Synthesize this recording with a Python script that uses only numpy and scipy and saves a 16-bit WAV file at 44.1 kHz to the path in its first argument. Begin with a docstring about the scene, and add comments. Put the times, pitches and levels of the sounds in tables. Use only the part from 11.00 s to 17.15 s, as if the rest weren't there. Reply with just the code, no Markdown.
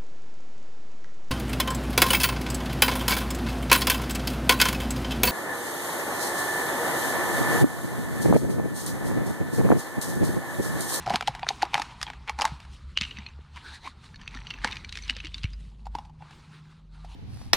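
"""A quiet workshop, where gloved hands cut, squeeze and turn a thin plastic bottle on a towel, close by.
Creases in the wall buckle with a snap and excite the enclosed air, which resonates in a short hoot.
Gloves rub by stick-slip friction, hands bump the padded table, and the knife and small metal parts
clink in their natural modes. Low tones of far machinery and a dull rumble fill the room."""
import sys
import numpy as np
from scipy import signal
from scipy.fft import rfft, irfft, next_fast_len
from scipy.io import wavfile
from scipy.ndimage import uniform_filter1d, map_coordinates

SR = 44100
rng = np.random.default_rng(int(sys.argv[2]) if len(sys.argv) > 2 else 0)


def master_out(mix):
    """Clip the mix to full scale and print it as 16-bit PCM to the path in sys.argv[1]."""
    frames = np.transpose(np.atleast_2d(mix))
    ceiling = np.clip(frames, -1, 1)
    pcm = np.round(ceiling * 32767).astype(np.int16)
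    wavfile.write(sys.argv[1], SR, pcm)


N = 271215

# Levels are relative: each source adds its own gain.
# A far engine gaining speed. Each row: time in seconds, firing rate in Hz, first and second order in dB.
ENGINE_ORDERS = [(0, 58.9, -53, -73), (.8, 61.5, -44, -53), (1.5, 66.1, -35, -64.5), (2.2, 69.57, -35, -53),
                 (2.9, 72.5, -45, -63.5), (3.4, 75.3, -50, -57), (3.8, 76.1, -40, -71.5),
                 (4.4, 74.27, -42.5, -59), (5.1, 77.35, -48.5, -56), (5.4, 77.1, -70, -52),
                 (6.15, 79.4, -39.5, -55)]
# A deep wavering hum. Each row: time in seconds, frequency in Hz, level in dB.
HUM_TRACK = [(0, 50.8, -65.5), (2.1, 45.26, -54.5), (2.4, 47.46, -67), (3.0, 45.55, -71), (3.4, 46.3, -44),
             (3.5, 46.4, -66), (3.6, 45.96, -41.5), (3.8, 49.1, -59.5), (4.05, 48.95, -41),
             (4.25, 49.64, -49), (4.55, 49.94, -40), (4.72, 50.25, -51.5), (4.9, 52.66, -43.5),
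             (5.2, 51.3, -66), (5.6, 44.45, -74), (5.9, 44.67, -51),(6.15, 46.9, -44.5)]
# Spectrum of the rumble. Each row: frequency in Hz, spectral density in dB.
RUMBLE_SPECTRUM = [(12, -34.5), (20, -6), (53, -1.5), (140, -3.5), (226, -10.5), (282, -21.5), (544, -28.5),
                   (700, -33), (910, -63), (1540, -120)]
# Envelope of the rumble. Each row: time in seconds, level in dB.
RUMBLE_ENVELOPE = [(0, -45.5), (.8, -54), (2, -52.5), (2.7, -55), (3.5, -49.5), (4.5, -51), (5.3, -52),
                   (6.15, -57)]
# Strokes of gloves, plastic and metal. Each row: peak time in seconds, rustle in dB, hollow over
# rustle in dB, wall resonance in Hz, fade in dB per second, tilt in dB per octave.
RUB_STROKES = [(.09, -59.5, 0, 1360, 61, -2), (.14, -35, 8.5, 2240, 302.5, 0.5),
               (.28, -44.5, -5, 2300, 93, -2), (.36, -49, 9, 2465, 66.5, -1.5), (.5, -44, 6.5, 2662, 49, 2),
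               (0.638, -46, 14, 2328, 105, -2.5), (0.762, -38.5, 5, 2236, 74, -0.5),
               (1.03, -50.5, -17, 2200, 100, 3.5), (1.091, -48, -12, 2370, 100, -3),
               (1.288, -51, 6, 2230, 125, -3), (1.43, -40.5, 9.5, 1352, 99.5, 0),
               (1.62, -60.5, 9, 1388, 31, -1), (1.736, -52.5, -15, 3310, 299, 5),
               (2.03, -46, -20, 2848, 100.5, 1), (2.12, -51, -14, 2715, 56.5, -2),
               (2.199, -56.5, 6, 2700, 56.5, -4), (2.57, -49.5, -20, 2970, 190.5, -1),
               (2.648, -49, -1, 1621, 18.5, 1), (2.746, -45, -8, 1700, 499.5, 5),
               (2.866, -42.5, 4, 1916, 409.5, 2), (2.929, -60, 6, 1364, 83, -1),
               (3.042, -51, -18, 1336, 99.5, 1.5), (3.22, -53.5, -23, 2600, 59, -4),
               (3.35, -47.5, -2, 1960, 130, -1), (3.48, -54, -21.5, 2727, 29.5, -7),
               (3.661, -41, 3.5, 2047, 106.5, -1.5), (3.958, -50.5, -12, 2263, 47.5, 2.5),
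               (4.101, -52, -4, 2905, 52, -1), (4.249, -53.5, -3, 2940, 159, 2),
               (4.36, -52.5, -31, 2913, 62.5, 1.5), (4.61, -61, -27, 2840, 53.5, 4.5),
               (4.968, -57.5, 13, 1364, 88, 1.5), (5.223, -56.5, 4.5, 1883, 24, -1.5),
               (5.32, -56, -1, 1422, 18, 0.5), (5.55, -56.5, -3.5, 1407, 42.5, -1),
               (5.711, -60, -2, 1345, 83, 0), (5.95, -61.5, 4.5, 1376, 28, 1), (6.1, -57, 9, 2936, 54, 5.5)]
# Faint friction between strokes. Each row: time in seconds, rustle in dB, hollow over rustle in dB.
RESTING_FRICTION = [(0, -47, 10), (.45, -60.5, -18), (.95, -63, 16.5), (1.2, -60, 8), (1.95, -58.5, -25),
                    (2.5, -63, 5.5), (3.0, -75, 12.5), (3.5, -54.5, 4.5), (4.3, -60.5, -19.5),
                    (4.9, -74.5, 14.5), (5.19, -81, 6), (5.5, -74, 3), (5.86, -80, 8), (6.15, -67, -4)]
# Texture of the rubbing. Each row: time in seconds, ticks over smooth friction in dB,
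# jingle over rustle in dB, height of the wall resonances in dB.
RUB_TEXTURE = [(0, -13, -48.5, 1), (1.5, -18, -45.5, 4.5), (1.92, -22.5, -37.5, 4.5),
               (2.05, -6, -39.5, 11.5), (2.55, -13.5, -43, 2.5), (2.7, -15, -38, 18),
               (3.1, -12.5, -32, 2.5), (3.25, -1.5, -8, 2.5), (4.06, -15.5, -11, 11), (4.1, -2.5, -21, 9.5),
               (5.15, -16, -37.5, 0), (6.15, -13.5, -41, 9.5)]
# Spectrum of the rustle. Each row: frequency in Hz, spectral density in dB.
RUSTLE_SPECTRUM = [(500, -28), (1100, 6), (1600, 0.5), (3000, -1), (4500, -4.5), (7000, -13), (9500, -15.5),
                   (13000, -41), (15000, -35.5), (16500, -57.5)]
# Dull drag through the padded table. Each row: frequency in Hz, spectral density in dB.
TOWEL_SPECTRUM = [(120, -14), (250, 2.5), (400, -2), (600, -15), (1000, -37.5)]
# Creases flipping. Each row: start in seconds, snap level in dB, panel frequency in Hz,
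# crack over snap in dB, hoot level in dB.
CREASE_FLIPS = [(.062, -32, 2165, -6, -31), (.0657, -39.5, 1400, -3, -30),
                (0.0685, -24.5, 1353, -20.5, -37.5), (0.0753, -38, 1400, -1, -20),
                (0.0855, -36, 1400, -6, -27), (0.097, -27, 4740, -1.5, -58), (0.1037, -22, 1490, -8, -12),
                (.1125, -33, 1490, -15, -21.5), (.1209, -40.5, 1490, -12, -28),
                (0.1384, -22, 1450, -5.5, -21), (0.1439, -21.5, 2870, -17.5, -17),
                (.1527, -30, 2890, -8, -30), (0.158, -15, 3375, -3, -31.5), (0.2088, -25, 1370, -4, -26),
                (.225, -25, 2336, -11, -26.5), (0.2751, -17, 3760, -5.5, -54.5), (.28, -30, 4440, 3.5, -16),
                (0.35, -31.5, 2170, -4.5, -31.5), (0.394, -32.5, 1910, -10, -46),
                (0.4306, -21.5, 2534, -49, -23), (0.445, -33.5, 2400, -21, -39),
                (0.4674, -21.5, 1380, -21.5, -28), (0.489, -8.5, 3770, -10.5, -58),
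                (0.5047, -29, 2364, -32.5, -20.5), (0.6193, -21.5, 2000, -14, -32),
                (0.6233, -20.5, 1465, -3.5, -52), (0.6295, -20.5, 3950, -9, -13),
                (.652, -33.5, 2040, -7, -48.5), (0.734, -27.5, 2400, -13, -25.5),
                (0.743, -10, 2336, -8.5, -17.5), (.753, -16, 1954, -30.5, -17.5),
                (0.7784, -24.5, 2080, -7, -21.5), (0.7966, -35.5, 1660, 5, -19.5),
                (0.8184, -30, 3400, 4.5, -37), (1.0146, -26, 2286, -5.5, -42),
                (1.0287, -22.5, 4900, -1, -40), (1.0672, -28, 3250, -25, -34),
                (1.0774, -30, 2400, -26, -45), (1.0823, -34, 2302, -16, -35),
                (1.1011, -27.5, 2270, -13.5, -28.5), (1.134, -34, 1920, -15, -42),
                (1.2765, -30.5, 2360, -14.5, -34), (1.2817, -25, 2265, -25, -41),
                (1.2867, -23, 2230, -35, -35), (1.295, -17.5, 2265, -7.5, -24.5),
                (1.388, -27, 1902, -2.5, -22.5), (1.398, -25.5, 1410, -8, -20.5),
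                (1.4114, -14.5, 4990, -13.5, -24), (1.4187, -15.5, 1330, -2.5, -17.5),
                (1.426, -34, 2645, 1, -34), (1.443, -41, 2470, 2, -18.5), (1.4521, -21, 1750, 4, -14.5),
                (1.476, -36, 2700, -3, -41), (1.602, -38, 2300, -7.5, -63), (1.65, -47, 1700, -7, -52),
                (2.5605, -39, 2950, -8.5, -43), (2.5687, -36, 2030, -11, -41), (2.575, -31, 2030, -30, -43),
                (2.868, -50, 1900, -18, -49), (2.8734, -48, 1865, -7.5, -30),
                (2.877, -30.5, 2130, -13, -59), (3.6457, -38, 1545, -33.5, -18.5),
                (3.6713, -41, 2100, -5.5, -28.5), (4.8559, -43, 4360, -10.5, -46),
                (4.8674, -43.5, 1405, -6, -30), (4.951, -37, 3030, -1, -23.5),
                (4.9856, -34.5, 2860, -11, -28), (5.05, -54, 4540, -4, -48), (5.096, -57, 2940, -9, -46),
                (5.207, -57, 1300, -30, -44), (5.2221, -42, 1504, -22, -39.5),
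                (5.308, -47, 1685, -5.5, -49), (6.0461, -64.5, 2693, 11, -38.5)]
# Spectrum of a contact's crack. Each row: frequency in Hz, level in dB.
CRACK_SPECTRUM = [(300, -34), (1000, 7), (2500, 4), (5000, 2), (8000, -8), (11000, -10.5), (14000, -24.5),
                  (16500, -52)]
# Air resonance as the bottle opens and is gripped. Each row: time in seconds, frequency in Hz.
CAVITY_PITCH = [(0, 747), (.7, 819), (1.45, 894), (2.87, 1017), (3.65, 930), (5, 830), (6.15, 737)]
# Bumps on the table. Each row: start in seconds, level in dB, frequency in Hz, T60 in seconds.
TABLE_BUMPS = [(0.068, -35.5, 130, 0.15), (0.1414, -25.5, 189, 0.036), (0.294, -29.5, 126, 0.052),
               (0.751, -38, 155, 0.068), (1.519, -31, 138, 0.076), (2.0134, -25, 174, 0.027),
               (2.186, -38.5, 200, 0.067), (2.39, -43, 403.5, 0.013), (3.353, -41, 246, 0.073),
               (3.647, -29.5, 236, 0.033), (4.103, -42, 248.4, 0.064), (4.245, -43, 313, 0.081),
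               (4.164, -46, 506, 0.032), (4.4448, -11.5, 91, 0.031), (4.952, -27.5, 300, 0.0078)]
# Knocks of metal. Each row: start in seconds, level in dB, main mode in Hz, crack over knock in dB.
METAL_KNOCKS = [(1.9743, -7, 2907, -17.5), (1.986, -19, 3045, -24), (2.0117, -14, 3620, -7.5),
                (2.0197, -16, 2581, -14), (2.0278, -25.5, 2870, -23.5), (2.0327, -22, 2550, -16),
                (2.038, -21.5, 3087, -19), (2.0507, -25, 2860, -33), (2.1105, -26, 2902, -36),
                (2.1705, -28.5, 2530, -28), (2.186, -29.5, 2014, -18.5), (2.264, -27, 2494, -22),
                (2.2865, -38, 2670, -22), (3.143, -36.5, 1727, -36), (3.1581, -37.5, 4280, -12),
                (3.214, -38.5, 1756, -9), (3.2772, -23, 2585, -14.5), (3.3483, -35, 1370, -9),
                (3.3644, -38.5, 1740, -20), (3.3725, -32, 1818, -21), (3.4693, -25.5, 2877, -18.5),
                (3.5043, -25.5, 2983, -9.5), (3.5085, -21, 2770, -23), (3.5383, -27.5, 2665, -20),
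                (3.5863, -34.5, 1720, -15.5), (3.6456, -11.5, 1649, -7), (3.6498, -24.5, 1775, -21),
                (3.675, -24, 2150, -12), (3.7115, -30, 2377, -6), (3.7224, -23.5, 3653, -36),
                (3.7278, -24.5, 2560, -12.5), (3.7561, -42, 2460, 1.5), (3.7686, -24, 2444, -12.5),
                (3.8464, -27, 2335, -15), (3.8926, -30, 3800, -9), (3.9249, -30, 3967, -2.5),
                (3.9544, -29.5, 2465, -7), (3.9725, -36, 2400, 4), (3.9868, -33.5, 2170, -8),
                (4.0235, -33.5, 6040, -18.5), (4.036, -32.5, 4336, -15.5), (4.048, -39, 5960, -18.5),
                (4.0792, -34, 3390, -7), (4.0969, -10, 2805, -14), (4.106, -24, 2895, -7),
                (4.1657, -36.5, 1770, -0.5), (4.185, -35.5, 2440, -22), (4.2025, -23.5, 2630, -19.5),
                (4.247, -38.5, 2235, -1), (4.255, -29, 2797, -16), (4.269, -27, 3130, -12.5),
                (4.3436, -23, 3600, -12.5), (4.381, -34, 3890, -9.5), (4.4331, -32.5, 4800, -5),
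                (4.4412, -21, 2735, -15.5), (4.4539, -29, 2345, -27), (4.5329, -37.5, 4930, -13)]
# Modes of the metal parts. Each row: frequency in Hz, level in dB.
METAL_MODES = [(2200, -12.5), (2950, -11.5), (3800, -14), (4400, -11), (5950, -18)]
# Reverberation of the workshop. Each row: frequency in Hz, T60 in seconds.
ROOM_T60 = [(300, 0.23), (800, 0.05), (2000, 0.092), (6000, 0.056), (14000, 0.11)]
# Stereo width. Each row: frequency in Hz, side over mid in dB.
SIDE_SPECTRUM = [(300, -62), (1500, -67.5), (3000, -40.5), (6000, -26.5), (10500, -21.5), (12000, -1.5)]


def amp(db):
    """Amplitude ratio of a level in decibels."""
    return 10 ** (np.asarray(db) / 20)


def unit(x):
    """Normalisation to an rms of 1."""
    return x / np.sqrt(np.mean(x ** 2) + 1e-20)


def along(points, hz):
    """Interpolation of (Hz, value) points on a logarithmic frequency axis."""
    f, v = np.transpose(points)
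    return np.interp(np.log(hz + 1), np.log(f + 1), v)


def curves(rows):
    """Linear interpolation of each column after the time, one value a sample."""
    s, *cols = np.transpose(rows)
    return [np.interp(np.arange(N) / SR, s, c) for c in cols]


def wobble(rate):
    """Smooth random modulation with rate knots a second."""
    return map_coordinates(rng.standard_normal(int(N * rate / SR) + 4), [np.arange(N) * rate / SR])


def filtered(x, response):
    """Filtering as multiplication of the spectrum by a frequency response."""
    m = next_fast_len(x.shape[-1] + 4096)
    return irfft(rfft(x, m) * response(np.fft.rfftfreq(m, 1 / SR)), m)[..., :x.shape[-1]]


def placed(times, rows):
    """Superposition of short sounds, each starting at its time."""
    at = np.round(times * SR).astype(int)[:, None] + np.arange(rows.shape[1])
    return np.bincount(at.ravel(), rows.ravel(), N + rows.shape[1])[:N]


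def ring(t, hz, t60, rise):
    """Free vibration of a damped mode, with an onset time constant of rise seconds."""
    return np.sin(2 * np.pi * hz * t) * amp(-60 * t / np.clip(t60, .002, 1)) * (1 - np.exp(-t / rise))


def engine(throb_hz=5.88, throb_peak_s=1.7, throb_ends_s=2.93):
    """Periodic firing gives two harmonics; for a while the lower one throbs in amplitude."""
    firing_hz, first_db, second_db = curves(ENGINE_ORDERS)
    phase = 2 * np.pi * np.cumsum(firing_hz + 1.1 * wobble(8.3)) / SR
    t = np.arange(N) / SR
    throb = 1 + .9 * (t < throb_ends_s) * np.cos(2 * np.pi * throb_hz * (t - throb_peak_s))
    first = amp(first_db - 9 + 1.6 * wobble(4.3)) * throb * np.sin(phase)
    second = amp(second_db - .5 + 3.4 * wobble(7.3)) * np.sin(2 * phase)
    return first + second


def hum():
    """A deep tone of far machinery wavers by random amplitude and frequency modulation."""
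    hz, db = curves(HUM_TRACK)
    envelope = amp(db + 6 + 1.7 * wobble(11))
    return envelope * np.sin(2 * np.pi * np.cumsum(hz + .82 * wobble(17)) / SR)


def rumble():
    """Low-frequency noise swells and sinks under slow amplitude modulation."""
    noise = unit(filtered(rng.standard_normal(N), lambda f: amp(along(RUMBLE_SPECTRUM, f))))
    return amp(curves(RUMBLE_ENVELOPE)[0] + 1.8 * wobble(5)) * noise


def strokes(swell_db_per_s=303, release_db_per_s=198, resting_hz=1390):
    """Incoherent strokes add in power; the loudest sets the resonance, and tilt is a weighted mean."""
    s, db, hollow_db, hz, fade, tilt_db = np.transpose(RUB_STROKES)[:, :, None]
    t = np.linspace(0, N / SR, num=3000)
    rest_db, rest_hollow_db = np.array(curves(RESTING_FRICTION))[:, (t * (SR - 1)).astype(int)]
    envelope_db = np.minimum(swell_db_per_s * (t - s), np.abs(fade) * (s - t))
    since_next_peak_s = np.maximum(t - np.append(s[1:], N / SR)[:, None], 0)
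    power = amp(2 * (db + envelope_db - release_db_per_s * since_next_peak_s))
    rest = amp(2 * rest_db)
    total = power.sum(axis=0) + rest
    hollow = (power * amp(2 * hollow_db)).sum(axis=0) + rest * amp(2 * rest_hollow_db)
    peak_hz = np.where(power.max(axis=0) > .5 * rest, hz[power.argmax(axis=0), 0], resting_hz)
    tilt_db = (power * tilt_db).sum(axis=0) / total
    return curves(np.transpose([t, 10 * np.log10(total), 10 * np.log10(hollow), peak_hz, tilt_db]))


def ticks(count):
    """Stick-slip: tiny catches at random moments each ring for a few cycles at their own pitch."""
    when, size, pitch = rng.random((count, 3)).T[:, :, None]
    hz = 1800 * 4.5 ** pitch
    catches = amp(16 * size ** 2) * ring(np.arange(400) / SR, hz, 6 / hz, .0001)
    return unit(placed(when[:, 0] * N / SR, catches))


def wall_rustle(peak_hz, tilt_db, grit_db, depth_db):
    """Source and filter: smooth friction and ticks are coloured by two resonances of the wall."""
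    peak_hz = peak_hz * np.exp(.07 * wobble(30))  # the grip keeps changing
    smooth = rng.standard_normal(N) * amp(1.6 * wobble(35))
    slips = (smooth + amp(grit_db) * ticks(count=2200)) / np.sqrt(1 + amp(2 * grit_db))
    hz, t, spectrum = signal.stft(slips, SR, nperseg=256)
    hz, at = hz[:, None] + 1, np.clip((t * SR).astype(int), 0, N - 1)
    bump = lambda centre_hz, octaves: np.exp(-(np.log2(hz / centre_hz) / octaves) ** 2)
    patches = uniform_filter1d(uniform_filter1d(rng.standard_normal(spectrum.shape), 4, 0), 12, 1)
    colour_db = along(RUSTLE_SPECTRUM, hz) + tilt_db[at] * np.log2(np.maximum(hz, 1300) / 3000)
    colour_db += 1.6 * unit(patches)
    colour_db += depth_db[at] * (bump(peak_hz[at], .2) + .66 * bump(3950, .19))
    return unit(signal.istft(spectrum * amp(colour_db), SR, nperseg=256)[1][:N])


def stirred_air(centre_hz=900, width_hz=330):
    """Forced vibration: friction noise drives the hollow, two like band-pass resonators in series."""
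    drive = rng.standard_normal(N) * amp(2.5 * wobble(40))
    resonator = lambda f: f * width_hz / np.abs(centre_hz ** 2 - f * f + 1j * f * width_hz)
    return unit(filtered(drive, lambda f: resonator(f) ** 2))


def towel_drag():
    """The padded table transmits only the low frequencies of sliding friction."""
    friction = rng.standard_normal(N) * amp(3.5 * wobble(20))
    return unit(filtered(friction, lambda f: amp(along(TOWEL_SPECTRUM, f))))


def jingle(count):
    """Random impacts of loose parts each excite a tone near one of the two highest metal modes."""
    when, size, which, detune = rng.random((count, 4)).T[:, :, None]
    hz = np.where(which < .5, METAL_MODES[-1][0], METAL_MODES[-2][0]) * (1 + .1 * (detune - .5))
    touches = amp(14 * size ** 2) * ring(np.arange(1024) / SR, hz, t60=.015, rise=.0006)
    return unit(placed(when[:, 0] * N / SR, touches))


def rubbing():
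    """Sliding friction: each stroke excites the wall, the hollow, the towel and loose metal together."""
    rustle_db, hollow_db, peak_hz, tilt_db = strokes()
    grit_db, jingle_db, depth_db = curves(RUB_TEXTURE)
    rustle = wall_rustle(peak_hz, tilt_db, grit_db, depth_db)
    hollow = amp(hollow_db - 8.5) * stirred_air()
    drag = amp(-11.5) * towel_drag()
    metal = amp(jingle_db - 4 + 3.5 * wobble(15)) * jingle(count=2500)
    return amp(rustle_db - .58) * (rustle + metal + drag) + hollow


def contacts(table, usual_t60, neighbours_hz, neighbours_db,
             dull_db, thin_hz, tail_db, least_rise, ring_db, swing_db):
    """Impulsive excitation: each click is a main mode, its neighbours and a broadband crack."""
    s, db, hz, crack_db = np.transpose(table)[:, :, None]
    t = np.arange(2048) / SR
    t60 = usual_t60 * amp(-.24 * (db + 14))  # hard contacts die sooner
    rise = least_rise + .047 * t60  # long rings start softly
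    cycles = hz * t - 1  # counted from the middle of the sharp first swing
    swing = np.sin(2 * np.pi * cycles) * np.exp(-(cycles / .6) ** 2)
    tones = amp(ring_db) * ring(t, hz, t60, rise) + amp(swing_db + .12 * (db + 20)) * swing
    for near_hz, near_db in zip(neighbours_hz.T, neighbours_db.T):
        tones += amp(near_db[:, None]) * ring(t, near_hz[:, None], t60, rise)
    tones += amp(tail_db) * ring(t, hz, t60=.043, rise=.0037)
    colour_db = lambda f: along(CRACK_SPECTRUM, f) - dull_db * np.log2(1 + (f / 7000) ** 4)
    response = lambda f: amp(colour_db(f)) / (1 + (thin_hz / (f + 1)) ** 4)
    hiss = unit(filtered(rng.standard_normal((len(s), len(t))), response))
    decay = amp(-60 * t / (.52 * t60)) + amp(-22.5 - 60 * t / .069)
    crack = amp(crack_db + 6.5) * hiss * decay * (1 - np.exp(-t / (.46 * rise)))
    # A faint hiss and narrow-band noise swell just before each click.
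    slow_noise = uniform_filter1d(uniform_filter1d(rng.standard_normal(hiss.shape), 50), 50)
    narrow_band = unit(slow_noise * np.sin(2 * np.pi * hz * t))
    build_up = amp(db - 60 * t[::-1] / .03) * (1 - np.exp(-t[::-1] / .00063))
    lead_in = (amp(crack_db - 18.5) * hiss + amp(-20.5) * narrow_band) * build_up
    return placed(s[:, 0], amp(db) * (tones + crack)) + placed(np.abs(s[:, 0] - t[-1]), lead_in)


def snaps():
    """Snap-through buckling: a crease flips and rings its panel and three neighbours of random pitch."""
    chance = rng.standard_normal((len(CREASE_FLIPS), 6))
    table = np.array(CREASE_FLIPS)[:, :-1]
    panels_hz = table[:, [2]] * np.exp(.42 * np.clip(chance[:, :3], -1.5, 1.5))
    return contacts(table, usual_t60=.016, neighbours_hz=panels_hz, neighbours_db=-12 + 2 * chance[:, 3:],
                    dull_db=1.5, thin_hz=300, tail_db=-41, least_rise=.00005, ring_db=-8.5, swing_db=2.5)


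def hoots():
    """Cavity resonance: as the wall bends, the air swells into a short hoot over a dull knock."""
    s, *_, db = np.transpose(CREASE_FLIPS)[:, :, None]
    t, chance = np.arange(4096) / SR, rng.standard_normal((len(s), 5))
    decay_scale_s = .025 * np.exp(.2 * chance[:, [4]])
    hz = np.interp(s, *np.transpose(CAVITY_PITCH)) * (1 + .025 * chance[:, [3]])
    finger_damping = 1 / (1 + (t / (.26 * decay_scale_s)) ** 4)
    main = ring(t, hz, 2.1 * decay_scale_s, .0018) * finger_damping
    # A weaker, slightly higher tone of random pitch is added.
    upper = amp(-6) * ring(t, (1.043 + .14 * np.abs(chance[:, [0]])) * hz, 1.3 * decay_scale_s, .0016)
    wall_knock = amp(-17 + 1.2 * chance[:, [1]]) * ring(t, 380 * np.exp(.43 * chance[:, [2]]), .054, .0031)
    swell = -amp(db - 15) * ring(t[:1024], hz, .022, .00057)[:, ::-1]
    return placed(s[:, 0], amp(db + 4.5) * (main + upper + wall_knock)) + placed(s[:, 0] - t[1023], swell)


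def thuds():
    """Cushioned impact: through the towel, hands and bottle excite one low, heavily damped mode."""
    s, db, hz, t60 = np.transpose(TABLE_BUMPS)[:, :, None]
    return placed(s[:, 0], amp(db + 5.5) * ring(np.arange(8192) / SR, hz, t60, rise=.35 / hz))


def clinks():
    """Modal vibration: knife and metal parts ring near the same modes, at new strengths each knock."""
    hz, db = np.transpose(METAL_MODES)
    chance = rng.standard_normal((len(METAL_KNOCKS), 2, len(hz)))
    modes_hz, modes_db = hz * (1 + .026 * chance[:, 0]), db + 4 * chance[:, 1]
    return contacts(METAL_KNOCKS, usual_t60=.013, neighbours_hz=modes_hz, neighbours_db=modes_db,
                    dull_db=5, thin_hz=1727, tail_db=-24, least_rise=.000081, ring_db=-1.5, swing_db=-3.5)


def reverberation(x):
    """Each frequency decays at its own rate; the room's impulse response changes as the bottle moves."""
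    out, step, delay = np.zeros(N + SR), SR // 4, 90
    for start in range(0, N, step):
        hz, t, spectrum = signal.stft(rng.standard_normal(SR // 3), SR, nperseg=128)
        tail = signal.istft(spectrum * amp(-60 * t / along(ROOM_T60, hz)[:, None]), SR, nperseg=128)[1]
        wet = signal.fftconvolve(x[start:start + step], tail / np.linalg.norm(tail))
        out[start + delay:][:len(wet)] += wet
    return out[:N]


def scene():
    """The sources superpose almost equally in both channels; only the treble flickers between them."""
    near = snaps() + clinks() + hoots()
    mid = near + amp(-14) * reverberation(near) + thuds() + rubbing() + engine() + hum() + rumble()
    side = filtered(mid * unit(wobble(590)), lambda f: amp(along(SIDE_SPECTRUM, f)))
    return np.array([mid + side, mid - side])


def record(dry, top_hz=16450):
    """Band limiting, with opposite shelves that leave the left channel duller in the highest treble."""
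    lean_db = lambda f: along([(10500, .0056), (12000, 1.1)], f) * np.array([[-1], [1]])
    return filtered(dry, lambda f: amp(lean_db(f)) * (f < top_hz))


dry = scene()
out = record(dry)
master_out(out)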